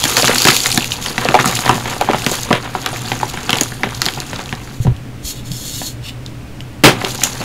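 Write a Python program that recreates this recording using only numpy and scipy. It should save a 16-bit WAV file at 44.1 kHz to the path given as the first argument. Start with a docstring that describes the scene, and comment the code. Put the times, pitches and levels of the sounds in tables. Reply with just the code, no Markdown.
"""A quiet room with a wavering hum, close to a plastic tub over which bare hands crush dry chalk.
Each fracture is an impulse that rings a lump or a chip; the lumps also drive the modes of the tub.
Countless tiny impacts merge into a bed of crumbs, grit and powder. A fresh block then knocks the tub,
hisses and rings under the friction of the palms, and snaps. The loudest cracks are clipped."""
import sys
import numpy as np
from scipy import signal
from scipy.fft import rfft, irfft
from scipy.io import wavfile

SR = 44100
rng = np.random.default_rng(int(sys.argv[2]) if len(sys.argv) > 2 else 0)


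def persist_wave(psi):
    """Save psi, clipped to +-1, as 16-bit WAV."""
    counts = np.round(np.clip(psi, -1, 1) * 32767).astype(np.int16)
    wavfile.write(sys.argv[1], SR, np.atleast_2d(counts).T)


N = 328099

# Air noise of the room. Each row: frequency in Hz, spectral density in dB.
AIR_SPECTRUM = [(15, -5), (25, -18), (64, -7.5), (91, -13.5), (122, -2.5), (156, -14), (305, -12.5),
                (331, -19.5), (615, -25), (920, -29.5), (2630, -32), (3350, -36.5), (15500, -50.5)]
# Debris from the crushing hands. Each row: time in seconds, levels of crumble, grit and powder in dB.
GRIP_LEVELS = [(0.0, -25, -21, -30), (0.22, -24, -20, -29), (0.36, -24, -17, -28), (0.57, -27, -19, -28),
               (0.73, -29, -22, -31), (0.98, -31, -30, -40), (1.19, -31, -30, -40), (1.35, -24, -26, -37),
               (1.56, -25, -24, -33), (1.67, -26, -26, -33), (1.85, -29, -30, -41), (2.08, -29, -31, -41),
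               (2.24, -27, -28, -37), (2.38, -29, -28, -37), (2.57, -32, -36, -45), (2.8, -33, -36, -45),
               (2.95, -31, -30, -41), (3.07, -30, -31, -41), (3.32, -33, -32, -44), (3.52, -33, -32, -44),
               (3.69, -34, -35, -41), (3.86, -36, -37, -44), (4.06, -35, -34, -43), (4.37, -34, -35, -49),
               (4.55, -39, -43, -52), (4.75, -39, -44, -52)]
# Debris from the broken block. Each row: time in seconds, levels of crumble, grit and powder in dB.
SHEDDING_LEVELS = [(6.92, -38, -42, -51), (7.004, -29, -31, -41), (7.074, -30, -30, -40),
                   (7.208, -31, -31, -41), (7.44, -32, -33, -42)]
# Coarse crumble, fine grit and sifting powder. Each row: frequency in Hz, spectral density in dB.
CRUMBLE_SPECTRUM = [(150, -37), (250, 2.5), (274, -10), (507, -1.5), (583, -8.5), (835, -2.5), (1420, -5.5),
                    (4000, -13.5), (5200, -80), (8800, -120)]
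GRIT_SPECTRUM = [(1500, -22), (2500, -3), (4500, 1), (5700, -3.5), (6800, 3), (8200, -4), (15500, -19)]
POWDER_SPECTRUM = [(5000, -26), (8500, 6), (12500, 1), (15500, -12.5)]
# Modes of the plastic tub. Each row: frequency in Hz, bandwidth in Hz, gain in dB.
TUB_MODES = [(121, 41, -2), (236.3, 36, 1), (327, 14, -3), (374, 31, -4.5), (530, 70, -31), (720, 47, -7),
             (836, 57, -10)]
# Lumps cracking. Each row: start in seconds, peak of the lump's ring in dB, its pitch in Hz,
# peak of the upper ring in dB, peak of the tub's response in dB.
LUMP_CRACKS = [(.0383, -5.5, 700, -14, -13), (0.0536, -13, 344, -3, -14), (0.123, -21, 1180, -6, -21),
               (.168, -9, 1860, -1.5, -28), (0.2304, -6, 500, -3, -11.5), (.244, 2.5, 1130, -8, -11),
               (.2796, -1, 1830, -7, -13), (.2945, -2.5, 470, -3, -17), (0.3136, -17, 420, -1.5, -24),
               (.357, -13, 2600, -2.5, -17), (.4518, -4, 372, 3.5, -3), (.471, 8, 920, 8, -11),
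               (0.4844, 11, 2470, 16, -2.5), (.503, -9, 2100, 2, -22), (0.5197, -10, 2710, -5, -15),
               (.6601, -8, 2000, -1, -34), (0.7048, -8, 2460, -12, -28), (0.7754, -12, 350, 1.5, -4),
               (1.0627, -14, 940, -9.5, -32), (1.18, -1, 1870, -7, -14), (1.2532, -3.5, 520, -12, -30),
               (1.2873, -19, 2460, 0.5, -6), (1.3016, -8, 750, -25, -15), (1.3427, 12.5, 730, -3, -10),
               (1.351, 9.5, 740, -25, -13), (1.39, 2, 1270, -25, -21), (1.3988, -0.5, 1750, -26, -13),
               (1.444, -4, 1170, -13, -16), (1.4578, -4, 1110, -8, -10), (1.59, -19, 1060, -5, -15),
               (1.6618, -3.5, 860, -4, -24), (1.678, -19, 2480, -6, -15), (1.6934, 14, 856, -6, -2.5),
               (1.7116, -8, 1180, -13, -22), (1.8572, -9, 780, -8.5, -20), (2.0125, -1, 724, -12, -36),
               (2.0205, -3.5, 720, -16, -20), (2.088, 0.5, 840, -22, -7), (2.098, -2.5, 374, -26, -17),
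               (2.1338, -1.5, 874, -9, -18), (2.1458, -2, 820, -21, -13), (2.2647, -7.5, 374, 1, -5.5),
               (2.3151, -10, 377, -22, -21), (2.5055, -6, 348, -9, -2), (2.5111, 1, 650, -29, -29),
               (2.5284, -2.5, 530, 5, -5.5), (2.751, -5, 860, -15, -10.5), (2.8635, -9, 1070, -6, -22),
               (2.9305, -15, 656, -23, -30), (2.9617, -17, 1970, -16, -32), (3.1181, -5.5, 746, -0.5, -18),
               (3.201, -15, 1820, -22, -18), (3.212, -14, 920, -30, -30), (3.231, -3, 855, -28, -15),
               (3.3398, -16.5, 930, -14, -29), (3.374, -11, 1870, -17, -16), (3.4935, -6.5, 2790, -3, -13),
               (3.5311, -0.5, 2450, -12, -10), (3.5865, -13, 2130, -32, -26), (3.6124, -9, 387, -8, -11),
               (3.721, -17.5, 1500, -25, -19), (3.8341, 1, 1800, -32, -28), (3.8379, -11, 895, -26, -24),
               (3.8692, -15, 500, -18, -16), (4.0178, -14, 1940, -1, -21), (4.0636, -13, 2790, -6, -12.5),
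               (4.086, -27, 1720, -3.5, -40), (4.1754, -12.5, 810, -30, -17.5),
               (4.3319, -13, 704, -8.5, -19), (4.3923, -16, 760, -14.5, -27), (4.527, -13, 870, -5.5, -14),
               (4.675, -24, 1500, -30, -35), (4.849, -20, 500, -25, -13), (4.869, -9, 660, -24, -12),
               (5.8167, -13.5, 690, -14, -25), (7.0152, -14, 890, -6.5, -23), (7.0373, -15, 440, -19, -10),
               (7.189, -18, 740, -25, -22), (7.2179, -15, 1860, -14, -24), (7.2339, -5, 2660, -27, -20),
               (7.405, -16.5, 660, -22, -14)]
# Chips flying off. Each row: start in seconds, peak of the ring in dB, its pitch in Hz,
# gain of the tick in dB relative to that peak.
FLYING_CHIPS = [(0.0395, -1, 3300, 2), (0.053, -9, 3330, -21), (0.0832, -7, 6770, -15),
                (0.1244, -18, 2780, -21), (0.1686, 8, 4370, -12), (0.1813, -3, 5030, -21),
                (0.2237, 1.5, 4480, -21), (0.2495, -6, 2820, -26), (0.2737, -2, 3640, -16),
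                (0.2824, 1, 4370, -18), (0.3046, -8, 2800, -17), (0.3476, -1, 6940, -18),
                (0.383, 1, 4430, -13), (0.4197, -4, 4520, 1), (0.4438, 1, 4460, -16), (0.4524, 7, 3550, -7),
                (0.4757, 4, 5100, -13), (0.4874, 7, 4640, -13), (0.505, 3, 4120, -22), (0.565, -9, 2840, 7),
                (0.5874, -8, 5000, -21), (0.6037, -8, 3820, -17), (0.6589, 1, 4330, -24),
                (0.6784, -8, 6920, -19), (0.7023, -6, 7370, -19), (0.717, -1, 4430, -21),
                (0.7462, -3, 6750, -16), (0.776, 0.5, 3700, -4), (0.844, -7, 2700, -9.5),
                (0.9197, -1, 3040, -25), (1.061, -5, 3120, -25), (1.1804, -7, 3240, -25),
                (1.2482, -6.5, 4300, -23), (1.3418, -19, 2930, -26), (1.458, -1, 6790, -12),
                (1.476, -8, 5160, -16), (1.553, -3, 6560, -17), (1.5913, -7, 3800, -15),
                (1.6064, -10, 6900, -13), (1.6584, -8.5, 4470, -20), (1.6933, 2, 2820, -21),
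                (2.0113, -10.5, 2720, -5), (2.2205, -9, 2700, -22), (2.2643, -4, 2840, -8),
                (2.3146, -2.5, 6870, -18), (2.4329, -7.5, 6400, -23), (2.5292, -3.5, 3130, -22),
                (2.8614, -3.5, 3000, -10), (3.019, -16, 6740, -16), (3.1907, -17, 5840, -21),
                (3.2575, -37, 3660, -22), (3.495, -1.5, 2700, -24), (3.5054, -2, 3370, -11),
                (3.53, 4, 2850, -20), (3.556, -5, 3090, -27), (3.571, -6.5, 6850, -19),
                (3.5855, -3.5, 3020, -15), (3.6103, 4.5, 6540, -5), (3.634, -2, 6740, -17),
                (3.8414, -14, 2910, -22), (3.9495, -11.5, 5060, -18), (4.0179, 5.5, 4600, -15),
                (4.0564, -6, 3800, -8), (4.0632, 1, 4310, -21), (4.0857, -3.5, 2900, -26),
                (4.1375, -12, 2810, -13), (4.2025, -6, 4240, -17), (4.361, -13, 4060, -25),
                (4.4393, -21, 5000, -14), (4.4588, -16, 3580, -19), (4.492, -16, 2770, -21),
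                (4.5514, -20, 4060, -13), (4.9651, -24, 3320, -26), (5.5176, -15, 4300, -10),
                (6.2626, -14, 3780, -26), (6.6058, -17, 2710, -20), (7.0481, -1, 2750, -26),
                (7.1477, -11, 6900, -14), (7.236, 14, 6200, -8)]
# Palms sliding on the block. Each row: start in seconds, length in seconds, ring in dB, hiss in dB.
PALM_STROKES = [(4.756, .01, -46, -42), (4.82, .02, -46, -35), (5.254, .06, -30, -24),
                (5.36, .04, -38, -42), (5.46, .02, -36, -35), (5.519, 0.35, -32.5, -30),
                (5.88, .03, -36, -33), (6.04, .055, -32, -44)]
# Modes of the rubbed block. Each row: frequency in Hz, bandwidth in Hz, gain in dB.
BLOCK_MODES = [(2930, 170, 7), (3490, 230, 5.5), (3820, 360, 5.5), (4370, 64, 5.5), (5300, 190, 0),
               (6800, 74, -20), (7150, 40, -20)]
# Hiss of sliding skin. Each row: frequency in Hz, spectral density in dB.
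SKIN_SPECTRUM = [(1470, -59), (2500, -7), (4330, 1), (4790, -8.5), (6910, 0.5), (8050, -10), (12900, -10),
                 (15500, -19)]
# The block knocking the tub. Each row: start in seconds, level in dB, pitch in Hz.
TUB_KNOCKS = [(4.802, -5.5, 106), (4.857, -4, 146), (4.879, 1, 119), (4.916, -7.5, 73),
              (5.247, -16.5, 64.6), (5.509, -16, 167)]
# The block breaking. One row: start in seconds, level in dB, tearing time and T60 in seconds.
BLOCK_BREAK = (6.8372, 8.4, 0.009, 0.17)
# Noise of that break. Each row: frequency in Hz, spectral density in dB.
BREAK_SPECTRUM = [(60, -24), (130, 3), (280, 5), (1200, -3.5), (3000, -6), (7000, -17), (15000, -27.5)]


def from_db(db):
    """Amplitude grows tenfold with every 20 dB."""
    return 10 ** (np.asarray(db) / 20)


def rms_one(x):
    """Normalisation to unit power."""
    return x / np.sqrt(np.mean(x ** 2) + 1e-20)


def peak_one(x):
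    """Normalisation to unit peak."""
    return x / np.abs(x).max()


def add(track, start_s, x):
    """Superposition: a short sound adds to the track."""
    i = round(start_s * SR)
    track[i:i + len(x)] += x[:N - i]


def envelopes(rows, off_db=-100):
    """Interpolation in dB gives one gain curve per level column, silent outside the table."""
    times, *columns = np.transpose(rows)
    return from_db([np.interp(np.arange(N) / SR, times, db, off_db, off_db) for db in columns])


def drift(hz):
    """Low-passed noise wanders slowly with unit spread."""
    r = np.exp(-2 * np.pi * hz / SR)
    return rms_one(signal.lfilter([1], [1, -2 * r, r * r], rng.standard_normal(N + SR))[SR:])


def resonate(x, hz, width_hz):
    """A damped oscillator with unit gain at resonance."""
    r = np.exp(-np.pi * width_hz / SR)
    feedback = [1, -2 * r * np.cos(2 * np.pi * hz / SR), r * r]
    return signal.lfilter([(1 - r * r) / 2, 0, (r * r - 1) / 2], feedback, x + 1e-18)


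def colour(x, spectrum):
    """A causal, minimum-phase filter imposes a spectrum and keeps the power of white noise."""
    hz = np.linspace(0, SR / 2, 4097) + 1
    knots_hz, knots_db = np.transpose(spectrum)
    log_gain = np.log(from_db(np.interp(np.log(hz), np.log(knots_hz), knots_db)))
    cepstrum = irfft(log_gain)
    cepstrum[1:4096] *= 2   # folded onto positive time
    cepstrum[4097:] = 0
    response = rms_one(irfft(np.exp(rfft(cepstrum)))) / np.sqrt(8192)
    return signal.oaconvolve(x, response)[:N]


def room(air_db=-30, hum_db=-34.5, hum_hz=120.3, width_hz=10.2):
    """Narrow-band noise beats within itself: a wavering hum over steady broadband air noise."""
    hum = resonate(resonate(rng.standard_normal(N), hum_hz, width_hz), hum_hz, 4 * width_hz)
    air = colour(rng.standard_normal(N), AIR_SPECTRUM)
    return from_db(air_db) * air + from_db(hum_db) * rms_one(hum)


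def grains(base_per_s, spread_db, t60, hiss):
    """Shot noise: tiny fractures come in clusters, each a decaying puff, over a share of smooth hiss."""
    onsets = rng.random(N) < base_per_s * from_db(5 * drift(12)) / SR
    sizes = from_db(spread_db * np.minimum(rng.exponential(1, N), 3.5))
    puffs = signal.lfilter([1], [1, -from_db(-60 / (t60 * SR))], onsets * sizes + 1e-18)
    return rms_one((rms_one(puffs) + hiss) * rng.standard_normal(N))


def tinkle(low_hz, high_hz):
    """Size sets resonance: four sizes of grit each ring in their own band."""
    bands = [resonate(grains(90, spread_db=7.5, t60=0.011, hiss=0.08), hz, 0.14 * hz)
             for hz in np.geomspace(low_hz, high_hz, 4)]
    return rms_one(sum(map(rms_one, bands)))


def tub(force):
    """Modal superposition: the tub answers a force with parallel resonances of alternating sign."""
    return sum((-1) ** k * from_db(db) * resonate(force, hz, width)
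               for k, (hz, width, db) in enumerate(TUB_MODES))


def crumbs(per_s=40, relative_width=0.3):
    """A Poisson process: single crumbs land at random, each ringing at the pitch of its size."""
    onsets = rng.random(N) < per_s / SR
    impacts = onsets * from_db(5 * np.minimum(rng.exponential(1, N), 3)) * rng.choice([-1, 1], N)
    pitches_hz = np.geomspace(600, 5000, 12)
    size_class = rng.integers(0, len(pitches_hz), N)
    return rms_one(sum(resonate(impacts * (size_class == k), hz, relative_width * hz) / hz
                       for k, hz in enumerate(pitches_hz)))


def shower_gain(breaks, db, t60):
    """Incoherent sources add in power: each break frees a fading shower that grows with it, up to a cap."""
    kicks = np.zeros(N)
    starts, peak_db = np.transpose(breaks)[:2]
    np.add.at(kicks, (starts * SR).astype(int), from_db(2 * np.minimum(peak_db, 0)))
    power = signal.lfilter([1], [1, -from_db(-120 / (t60 * SR))], kicks + 1e-18)
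    return from_db(db) * np.sqrt(power)


def crumbling():
    """Granular noise: finer debris sounds higher, and the coarse part shakes the tub wall as it falls."""
    coarse_gain, grit_gain, powder_gain = envelopes(GRIP_LEVELS) + envelopes(SHEDDING_LEVELS)
    debris_gain = shower_gain(LUMP_CRACKS, db=-22, t60=0.25)
    dust_gain = shower_gain(FLYING_CHIPS, db=-28.5, t60=0.24)
    crumble = colour(grains(450, spread_db=3, t60=0.012, hiss=0.5), CRUMBLE_SPECTRUM)
    ticks = grains(600, spread_db=5.5, t60=0.012, hiss=0.58)   # common to grit and powder
    grit = rms_one(colour(ticks + 0.33 * tinkle(2620, 5900), GRIT_SPECTRUM))
    sifting = ticks + 0.36 * tinkle(9000, 10150) + 0.29 * rng.standard_normal(N)
    powder = rms_one(colour(sifting, POWDER_SPECTRUM))
    wall = rms_one(tub(grains(120, spread_db=10.5, t60=0.17, hiss=0.45)))
    coarse = crumble + from_db(-6) * wall + from_db(-10) * crumbs()
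    return ((coarse_gain + debris_gain) * coarse
            + (grit_gain + dust_gain) * grit
            + (powder_gain + from_db(-10) * dust_gain) * powder)


def fracture(noise, t60, click):
    """Brittle fracture opens with one impulse; the tearing after it decays exponentially."""
    tearing = noise * from_db(-60 * np.arange(len(noise)) / SR / t60)
    return tearing + click * signal.unit_impulse(len(noise)) * np.sign(noise[0])


def cracks(t60_at_1khz=0.021):
    """Impulse excitation: a break rings the lump in two bands and pushes the tub; soft chalk is dull."""
    track = np.zeros(N)
    noises = rng.standard_normal((len(LUMP_CRACKS), 4000))
    for (start, db, hz, upper_db, tub_db), noise in zip(LUMP_CRACKS, noises):
        t60 = t60_at_1khz * (hz / 1000) ** -0.26   # higher lumps die sooner
        burst = fracture(noise, t60, click=7.3)
        ring = resonate(resonate(burst, hz, 0.5 * hz), hz, hz)
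        upper_ring = resonate(resonate(burst, hz=1650, width_hz=1500), hz=1260, width_hz=1900)
        add(track, start, from_db(db) * peak_one(ring))
        add(track, start, from_db(upper_db) * peak_one(upper_ring))
        add(track, start, from_db(tub_db) * peak_one(tub(burst)))
    return track


def chips():
    """Small bodies resonate high: each chip leaves with a bright tick and a short ring at its own pitch."""
    ticks, rings = np.zeros((2, N))
    noises = rng.standard_normal((len(FLYING_CHIPS), 1500))
    for (start, db, hz, tick_db), noise in zip(FLYING_CHIPS, noises):
        burst = fracture(noise, t60=0.0094, click=4.9)
        ring = resonate(resonate(burst, hz, 0.21 * hz), hz, 2.7 * hz)
        add(rings, start, from_db(db) * peak_one(ring))
        add(ticks, start, from_db(db + tick_db) * burst)
    return rings + colour(ticks, GRIT_SPECTRUM) + 0.5 * colour(ticks, POWDER_SPECTRUM)


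def echoes(x, db=-16.5, t60=0.18, gap_s=0.004, cutoff_hz=6500):
    """Reverberation: after a short gap the walls return a dull, exponentially decaying tail."""
    t = np.arange(SR // 2) / SR
    tail = rng.standard_normal(len(t)) * from_db(-60 * t / t60) * (t > gap_s)
    tail = signal.lfilter(*signal.butter(1, cutoff_hz, fs=SR), tail)
    return signal.oaconvolve(x, from_db(db) * tail / np.sqrt(np.sum(tail ** 2)))[:N]


def rubbing(rise_db_per_s=800, swell_db_per_s=15, fall_db_per_s=500):
    """Friction: sliding skin hisses and rings the block, whose modes come and go with the grip."""
    friction = grains(1500, spread_db=7, t60=0.01, hiss=2.2)
    ring = sum(from_db(db + 3.5 * drift(9)) * resonate(friction, hz, width)
               for hz, width, db in BLOCK_MODES)
    ring_gain, hiss_gain = np.zeros((2, N))
    for start, length, ring_db, hiss_db in PALM_STROKES:
        t = np.arange(N) / SR - start
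        stroke_db = (rise_db_per_s * np.minimum(t, 0) + swell_db_per_s * np.clip(t, 0, length)
                     - fall_db_per_s * np.maximum(t - length, 0))
        ring_gain += from_db(ring_db + stroke_db)
        hiss_gain += from_db(hiss_db + stroke_db)
    return ring_gain * rms_one(ring) + hiss_gain * colour(friction, SKIN_SPECTRUM)


def knocks(t60=0.12):
    """Damped free vibration: each soft knock of the block on the tub lasts a few cycles."""
    track = np.zeros(N)
    t = np.arange(4000) / SR
    for start, db, hz in TUB_KNOCKS:
        add(track, start, from_db(db - 60 * t / t60) * np.sin(2 * np.pi * hz * t))
    return track


def snap(tub_db=-8, tub_t60=0.4):
    """Crack propagation: noise holds while the block tears, then decays; the tub booms on for longer."""
    start, db, tearing_s, t60 = BLOCK_BREAK
    t = np.arange(N) / SR - start
    tear_gain = (t > 0) * from_db(db - 60 * np.clip(t - tearing_s, 0, 1) / t60)
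    boom_gain = (t > 0) * from_db(tub_db - 60 * np.clip(t, 0, 1) / tub_t60)
    boom = rms_one(tub(rng.standard_normal(N)))
    tear = from_db(0.6 * drift(79)) * rng.standard_normal(N)
    return colour(tear_gain * tear, BREAK_SPECTRUM) + boom_gain * boom


def scene():
    """Sound pressures add: hands and chalk, their echoes and the room, in one channel."""
    chalk = cracks() + chips() + crumbling() + rubbing() + knocks() + snap()
    return (chalk + echoes(chalk) + room())[None]


def record(dry):
    """Overload clips the peaks flat; a steep low-pass filter then limits the bandwidth."""
    cutoff_hz = 15720
    low_pass = signal.ellip(10, 0.5, 40, cutoff_hz, fs=SR, output="sos")
    return signal.sosfilt(low_pass, np.clip(dry, -1, 1))


dry = scene()
out = record(dry)
persist_wave(out)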